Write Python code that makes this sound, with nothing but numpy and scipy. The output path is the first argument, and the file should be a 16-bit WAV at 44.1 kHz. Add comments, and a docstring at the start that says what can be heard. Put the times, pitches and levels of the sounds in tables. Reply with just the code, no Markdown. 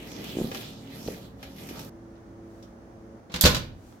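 """Courgettes in a pan, oven door

A hand slides wet courgette slices round a metal pan: they crackle, slap and bump its floor. The scene changes
at 1.9 s. A rack clinks, cloth rustles and the oven door swings up: hinges knock, a catch snaps, its spring
squeaks, the door thuds home and sheet metal and racks rattle. A motor hums in the small kitchen throughout."""
import sys
import numpy as np
from scipy import signal
from scipy.fft import rfft, irfft
from scipy.io import wavfile
from scipy.ndimage import uniform_filter1d

SR = 44100
rng = np.random.default_rng(int(sys.argv[2]) if len(sys.argv) > 2 else 0)


def bounce(signal):
    """Save signal as a 16-bit WAV file at the path given by the first command-line argument."""
    frames = np.transpose(np.atleast_2d(signal))
    limited = np.clip(frames, -1, 1)
    pcm = np.round(limited * 32767).astype(np.int16)
    wavfile.write(sys.argv[1], SR, pcm)


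N = 176400
T = np.arange(N) / SR
STIR_END_S = 1.896


def undb(db):
    """Decibels to gain."""
    return 10 ** (np.asarray(db) / 20)


def unit(x):
    """Scale to rms 1."""
    return x / np.sqrt(np.mean(x ** 2))


def read(table, hz):
    """Interpolate (Hz, value) points on a log-frequency axis."""
    points_hz, values = np.array(table, float).T
    return np.interp(np.log(hz + 1e-3), np.log(points_hz), values)


def bins(n):
    """FFT frequencies in Hz for n samples."""
    return np.arange(n // 2 + 1) * SR / n


def bands(x, centres_hz):
    """Split x into overlapping bands that sum to x."""
    spectrum, hz = rfft(x), bins(x.shape[-1])
    return [irfft(spectrum * read(list(zip(centres_hz, row)), hz)) for row in np.eye(len(centres_hz))]


def colour(x, table, tilt_db_per_oct=0):
    """Minimum-phase filter through (Hz, dB) points, tilted above 500 Hz."""
    n = x.shape[-1]
    db = read(table, bins(n)) + tilt_db_per_oct * np.log2(np.maximum(bins(n), 500) / 500)
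    cepstrum = irfft(np.log(undb(db)), n)
    cepstrum[1:n // 2] *= 2
    cepstrum[n // 2 + 1:] = 0
    return irfft(rfft(x) * np.exp(rfft(cepstrum)), n)


def spread(mid, side):
    """Left and right: alike in the bass, unrelated in the treble."""
    # Each row: frequency in Hz, side over mid in dB.
    width = [(40, -15), (125, -16), (250, -10.5), (500, -6), (1000, 1), (2000, -0.5), (16000, 1)]
    side_gain = undb(read(width, bins(len(mid))))
    m, s = rfft(mid), side_gain * rfft(side)
    return irfft(np.array([m + s, m - s]) / np.sqrt(1 + side_gain ** 2), len(mid))


def noise(n=N):
    """Stereo noise."""
    return spread(*rng.standard_normal((2, n)))


def balance(left_over_right_db):
    """Left and right gains."""
    return undb(np.array([[left_over_right_db], [-left_over_right_db]]) / 2)


def fade(t, t60_s):
    """Exponential decay."""
    return np.exp(-np.log(1000) * t / t60_s)


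def swell(peak_s, half_width_s):
    """Gaussian envelope."""
    return np.exp(-((T - peak_s) / half_width_s) ** 2)


def walk(rate_hz):
    """Smooth random curve, rms 1."""
    hold = int(SR / rate_hz)
    steps = np.repeat(rng.standard_normal(N // hold + 1), hold)
    return unit(uniform_filter1d(uniform_filter1d(steps, hold), hold)[:N])


def add(out, start_s, x):
    """Mix x into out."""
    i = int(start_s * SR)
    out[:, i:i + x.shape[-1]] += x[..., :N - i]


def contacts(hits, spectrum):
    """Dense, fast-dying resonances: one shaped noise burst per hit."""
    out, t = np.zeros((2, N)), T[:SR // 2]
    for start_s, db, t60_s, tilt_db_per_oct in hits:
        envelope = fade(t, t60_s)
        burst = unit(colour(noise(len(t)) * envelope, spectrum, tilt_db_per_oct))
        add(out, start_s, undb(db) * burst * np.sqrt(np.mean(envelope ** 2)))
    return out


def pan_ring(x, ring_db=-0.5):
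    """The loaded pan's damped modes answer whatever touches it."""
    # Each row: frequency in Hz, bandwidth in Hz, gain in dB.
    modes = [(520, 76, 15.5), (762, 86, 9), (1080, 40, -13), (1650, 70, -7), (2010, 42, -5),
             (2440, 210, -6), (2940, 120, -4.5), (3370, 55, -4.5), (5500, 160, -6)]
    f = bins(N) + 1e-3
    body = sum(undb(db + ring_db) / (1 + 1j * (f * f - hz * hz) / (f * width_hz))
               for hz, width_hz, db in modes)
    return irfft(rfft(x) * (1 + body), N)


def stick_slip(x, depth_db=4, rate_hz=22):
    """Slices catch and let go: each half octave of treble swells and fades by itself."""
    return sum(band * undb(depth_db * walk(rate_hz)) for band in bands(x, np.geomspace(1000, 16000, 9)))


def sliding_slices(grains_per_s=2500, ticks_per_s=49, tick_t60_s=0.014, rub_db=2, drag_db=3):
    """Wet slices crackle, hiss and tick as the hand pushes them; the pan floor drones under them."""
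    # Each row: time in seconds, stirring effort in dB.
    stir = [(0, -52), (.1, -49.5), (.26, -45.5), (.45, -47), (.505, -50), (.56, -47.5), (.65, -52),
            (.78, -58.5), (.88, -58), (1, -50), (1.14, -49), (1.2, -58), (1.26, -57), (1.34, -85),
            (1.41, -63.5), (1.445, -55), (1.5, -59), (1.55, -60), (1.6, -52), (1.8, -48.5), (1.88, -56)]
    # Wet rubbing. Each row: frequency in Hz, gain in dB.
    rub_spectrum = [(530, -31.5), (900, -4.5), (1080, -15), (1170, -1.5), (1510, -5), (3470, 0),
                    (6480, -4.5), (10100, -14), (11700, -7), (15200, -9.5), (16000, -18)]
    # Pan floor. Each row: frequency in Hz, gain in dB.
    drag_spectrum = [(50, -15.5), (150, 6), (260, 5), (450, 1), (900, -9), (2000, -34.5)]
    effort = undb(np.interp(T, *np.array(stir).T) + walk(35.3))
    grains = rng.random(N) < grains_per_s / SR
    grains = grains * undb(2.5 * np.minimum(rng.exponential(size=N), 5))
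    tick_pulses = (rng.random(N) < ticks_per_s / SR) * rng.random(N)
    tick_envelope = signal.lfilter([1], [1, -fade(1 / SR, tick_t60_s)], tick_pulses)
    crackle = unit(spread(*(grains * rng.standard_normal((2, N)))))
    hiss = undb(5.5) * noise()
    ticks = undb(-2.5) * unit(tick_envelope * noise())
    wet = colour(crackle + hiss + ticks, rub_spectrum)
    rub = undb(rub_db) * balance(-2.5) * unit(stick_slip(pan_ring(wet)))
    drag = undb(drag_db) * unit(colour(noise(), drag_spectrum))
    return effort * (rub + drag)


def motor_and_air(waver_db=2.53, drift_hz=0.9, air_db=-49.5, drop_s=3.2):
    """A motor's wavering hum in moving air; both drop at 3.2 s, as the door swings up."""
    # Each row: frequency in Hz, level by the pan in dB, level by the oven in dB.
    partials = [(60, -58.5, -63), (113.2, -56, -58.5), (153.3, -57.5, -71), (193.3, -56, -57.5),
                (230.2, -55.5, -58), (271.3, -54, -71), (335, -63.5, -53), (449.6, -63.5, -63),
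                (548.5, -63.5, -64)]
    # Each row: frequency in Hz, gain in dB.
    air_spectrum = [(20, -21), (50, -5), (105, -2.5), (150, -11.5), (240, -2), (320, -7), (450, -12),
                    (650, -11.5), (1000, -18), (1800, -25), (2600, -35.5), (4000, -39), (6300, -36),
                    (7500, -44), (10000, -45), (12000, -50), (16000, -47.5)]
    hum, dropped = 0, T > drop_s
    for hz, pan_db, oven_db in partials:
        db = np.where(T < STIR_END_S, pan_db, oven_db) + waver_db * walk(6.92) - 10.5 * dropped
        phase = 2 * np.pi * np.cumsum(hz + drift_hz * walk(8.11)) / SR
        hum += np.sqrt(2) * undb(db) * np.sin(phase)
    air = undb(air_db - 1.5 * dropped) * unit(colour(noise(), air_spectrum))
    return balance(-1) * (hum + air)


def slaps():
    """Wet slices slap each other and ring the pan."""
    # Each row: start in seconds, level in dB, t60 in seconds, tilt in dB per octave.
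    hits = [(.1176, -38, .014, 6), (.1516, -47, 0.019, 5), (.243, -39.5, .04, 7), (.258, -46, 0.0097, 18),
            (.3185, -45, 0.0085, 7), (.3885, -42, 0.016, -4), (.4249, -48, 0.013, 7), (.487, -48, .01, 2),
            (.5152, -35, 0.054, -.5), (.5467, -34, 0.07, 2.5), (.612, -45.5, 0.27, 2),
            (1.076, -37.5, 0.037, 3), (1.145, -41, .015, -0.5), (1.4285, -40, 0.08, 2.5),
            (1.5838, -45.5, 0.024, 2), (1.6881, -42.5, 0.14, 5.5), (1.7928, -39.5, 0.063, 6)]
    # Each row: frequency in Hz, gain in dB.
    spectrum = [(150, -6), (500, 0), (1000, 4.5), (2500, 5.5), (6000, -4), (10000, -21), (12000, -6.5),
                (16000, -35)]
    return pan_ring(contacts(hits, spectrum))


def bumps(rise_s=0.00085, t60_s=0.014):
    """Soft slices land on the pan floor: a cycle or two of dull tone."""
    # Each row: start in seconds, level in dB, pitch in Hz.
    landings = [(0.352, -29, 374), (0.3697, -17.5, 286), (0.3864, -17.5, 315), (0.4013, -20.5, 350),
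                (.412, -17.5, 277), (0.4176, -17.5, 231), (0.4444, -18.5, 249), (0.4525, -24, 265),
                (1.063, -26.5, 226), (1.079, -22.5, 205), (1.0844, -19, 455), (1.087, -39, 490),
                (1.711, -28.5, 287)]
    out, t = np.zeros((2, N)), T[:SR // 8]
    envelope = (1 - np.exp(-(t / rise_s) ** 2)) * fade(t, t60_s)
    for start_s, db, hz in landings:
        push = envelope * np.sin(2 * np.pi * hz * t)
        add(out, start_s, undb(db) * push / np.abs(push).max())
    return balance(-1) * out


def rack_clinks():
    """Light metal contacts on the oven rack."""
    # Each row: start in seconds, level in dB, t60 in seconds, tilt in dB per octave.
    hits = [(2.155, -59, 0.17, -6.5), (2.6259, -52, 0.11, 0.5), (3.925, -43, .012, -10)]
    # Each row: frequency in Hz, gain in dB.
    spectrum = [(300, -12.5), (1000, 0), (2500, -6), (3450, 3), (4300, -4), (5600, 2), (7000, -6),
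                (10000, -20), (12000, -13), (16000, -22)]
    return contacts(hits, spectrum)


def cloth():
    """Sleeve and towel rub in soft swells of noise."""
    # Each row: peak time in seconds, level in dB, half-width in seconds.
    rustles = [(2.58, -69, 0.12), (3.888, -63, 0.11)]
    # Each row: frequency in Hz, gain in dB.
    spectrum = [(600, -10), (2000, 1), (7000, 1.5), (10000, -5), (12000, -3), (16000, -5.5)]
    envelope = sum(undb(db) * swell(peak_s, half_width_s) for peak_s, db, half_width_s in rustles)
    return envelope * unit(colour(noise(), spectrum))


def door_knocks(ring_db=-26, detune_spread=0.0035):
    """The door's metal knocks and rattles; each hit rings the panel and racks."""
    # Each row: start in seconds, level in dB, t60 in seconds, tilt in dB per octave.
    hits = [(3.298, -45, 0.4, -5.5), (3.319, -46, 0.22, 0.5), (3.333, -55, 0.035, 4.5),
            (3.3405, -26.5, 0.11, -1), (3.3604, -28, 0.071, 0), (3.3898, -36.5, 0.073, -3.5),
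            (3.4383, -18, 0.12, -0.5), (3.452, -11.5, 0.039, -2), (3.4565, -10.5, 0.062, 1.5),
            (3.4647, -12.5, 0.085, -1.5), (3.474, -17.5, 0.11, -1.5), (3.514, -26.5, .1, -3.5),
            (3.5465, -21.5, 0.076, 1), (3.5663, -26, 0.076, -0.5), (3.578, -54, 0.07, 2),
            (3.6369, -44, .04, -11)]
    # Each row: frequency in Hz, gain in dB.
    spectrum = [(50, -5.5), (110, 4.5), (190, 5.5), (330, -4), (560, 0.5), (760, -5.5), (1000, -1.5),
                (1250, -3.5), (1600, -1.5), (1850, -4.5), (2300, -1), (3000, -3), (3700, 1), (5000, -3),
                (6800, -6.5), (8500, -13.5), (10200, -18.5), (12000, -14), (16000, -23)]
    # Panel and racks. Each row: frequency in Hz, gain in dB, t60 in seconds.
    modes = [(287.2, -1, .6), (387, -2.5, 0.23), (504, -1.5, 0.28), (565, 0, .2), (612, -1, 0.17),
             (1020, 0, .25), (1464, 3, .21), (2997, 1.5, 0.21), (3351, -1, 0.13), (3536, -1, 0.3),
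             (3706, -1, .25), (4070, -4, 0.19), (4500, 1.5, 0.25)]
    out, t = contacts(hits, spectrum), T[:SR // 2]
    for start_s, hit_db, _, _ in hits:
        for hz, mode_db, t60_s in modes:
            detuned_hz = hz * (1 + detune_spread * rng.standard_normal())
            stereo_phase = rng.standard_normal((2, 1)) * min(hz / 1500, 2)
            ring = fade(t, t60_s) * np.sin(2 * np.pi * detuned_hz * t + stereo_phase)
            add(out, start_s, undb(hit_db + mode_db + ring_db) * ring)
    return out


def door_thud(rise_s=0.0017, boom_db=-17.5, boom_t60_s=0.98):
    """The door's weight lands on hinge and seal and shakes the cabinet; the bass lingers."""
    # Each row: start in seconds, level in dB, tilt in dB per octave above the lowest mode.
    landings = [(3.3429, -40, 5), (3.438, -14, 1), (3.4497, -19, -4)]
    # Door and cabinet. Each row: frequency in Hz, gain in dB, t60 in seconds.
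    modes = [(40, -9, .3), (54, -9, 0.082), (68.5, 2, 0.19), (88, -18, 1.), (113.6, -15.5, 0.61),
             (170.8, -7, .3), (186.5, -3.5, .22), (239.2, -15.5, 0.32)]
    # Kitchen bass. Each row: frequency in Hz, gain in dB.
    boom_spectrum = [(20, -21), (40, 6.5), (80, -2.5), (130, -14), (250, -7), (450, -27.5), (1000, -56)]
    out, t = np.zeros((2, N)), T[:SR]
    attack = 1 - np.exp(-t / rise_s)
    for start_s, db, tilt_db_per_oct in landings:
        body = 0
        for hz, mode_db, t60_s in modes:
            gain = undb(mode_db + tilt_db_per_oct * np.log2(hz / modes[0][0]))
            body += gain * fade(t, t60_s) * np.sin(2 * np.pi * hz * t)
        boom = undb(boom_db) * unit(colour(noise(SR), boom_spectrum)) * fade(t, boom_t60_s)
        add(out, start_s, undb(db) * attack * (body + boom))
    return balance(-0.8) * out


def catch_snap():
    """The catch snaps in a quick cluster of bright clicks."""
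    # Each row: start in seconds, level in dB, t60 in seconds, tilt in dB per octave.
    hits = [(3.4107, -11, 0.025, 0.5), (3.4125, -21.5, 0.27, -3), (3.4172, -18.5, 0.022, 4)]
    # Each row: frequency in Hz, gain in dB.
    spectrum = [(200, -20), (1500, -13), (2700, -14), (3500, 1), (5500, -0.5), (8000, 0), (10200, -5),
                (12000, 6), (14000, -0.5), (16000, -12.5)]
    return balance(-6) * contacts(hits, spectrum)


def spring_squeaks(pitch_jitter=0.06):
    """The catch's spring sings briefly as it slides."""
    # Each row: peak time in seconds, level in dB, pitch in Hz, half-width in seconds.
    squeaks = [(3.443, -16, 4526, .005), (3.456, -16.5, 6000, 0.0013)]
    out = np.zeros(N)
    for peak_s, db, hz, half_width_s in squeaks:
        phase = 2 * np.pi * np.cumsum(hz * (1 + pitch_jitter * walk(2000))) / SR
        out += undb(db) * swell(peak_s, half_width_s) * np.sin(phase)
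    return out


def kitchen(x, wet_db, build_s=0.0065):
    """Add the room's tail, longest in the bass."""
    # Each row: frequency in Hz, t60 in seconds.
    room_t60 = [(100, 0.81), (500, .42), (3000, 0.37), (8000, 0.24), (16000, .27)]
    t, centres_hz = T[:SR], np.geomspace(60, 16000, 9)
    noise_bands = bands(noise(SR), centres_hz)
    tail = sum(band * fade(t, read(room_t60, hz)) for hz, band in zip(centres_hz, noise_bands))
    build = 1 - np.exp(-(t / build_s) ** 2)
    response = unit(tail * build) / np.sqrt(SR)
    return x + undb(wet_db) * signal.fftconvolve(x, response, axes=1)[:, :N]


def scene():
    """The pan, cut off with its room tail, then the oven door; hum under both."""
    stirring = kitchen(sliding_slices() + slaps(), wet_db=-6.5) + kitchen(bumps(), wet_db=-12)
    metal = balance(-1.5) * (rack_clinks() + door_knocks() + spring_squeaks())
    oven = kitchen(metal + catch_snap(), wet_db=-8) + door_thud()
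    return stirring * (T < STIR_END_S) + oven + motor_and_air() + cloth()


def record(dry, low_cut_hz=18, clip_level=0.93, high_cut_hz=16100):
    """High-pass, hard clip, steep low-pass."""
    highpass = signal.butter(2, low_cut_hz, "high", fs=SR, output="sos")
    lowpass = signal.ellip(10, 0.1, 80, high_cut_hz, fs=SR, output="sos")
    clipped = np.clip(signal.sosfilt(highpass, dry), -clip_level, clip_level)
    return signal.sosfilt(lowpass, clipped)


dry = scene()
out = record(dry)
bounce(out)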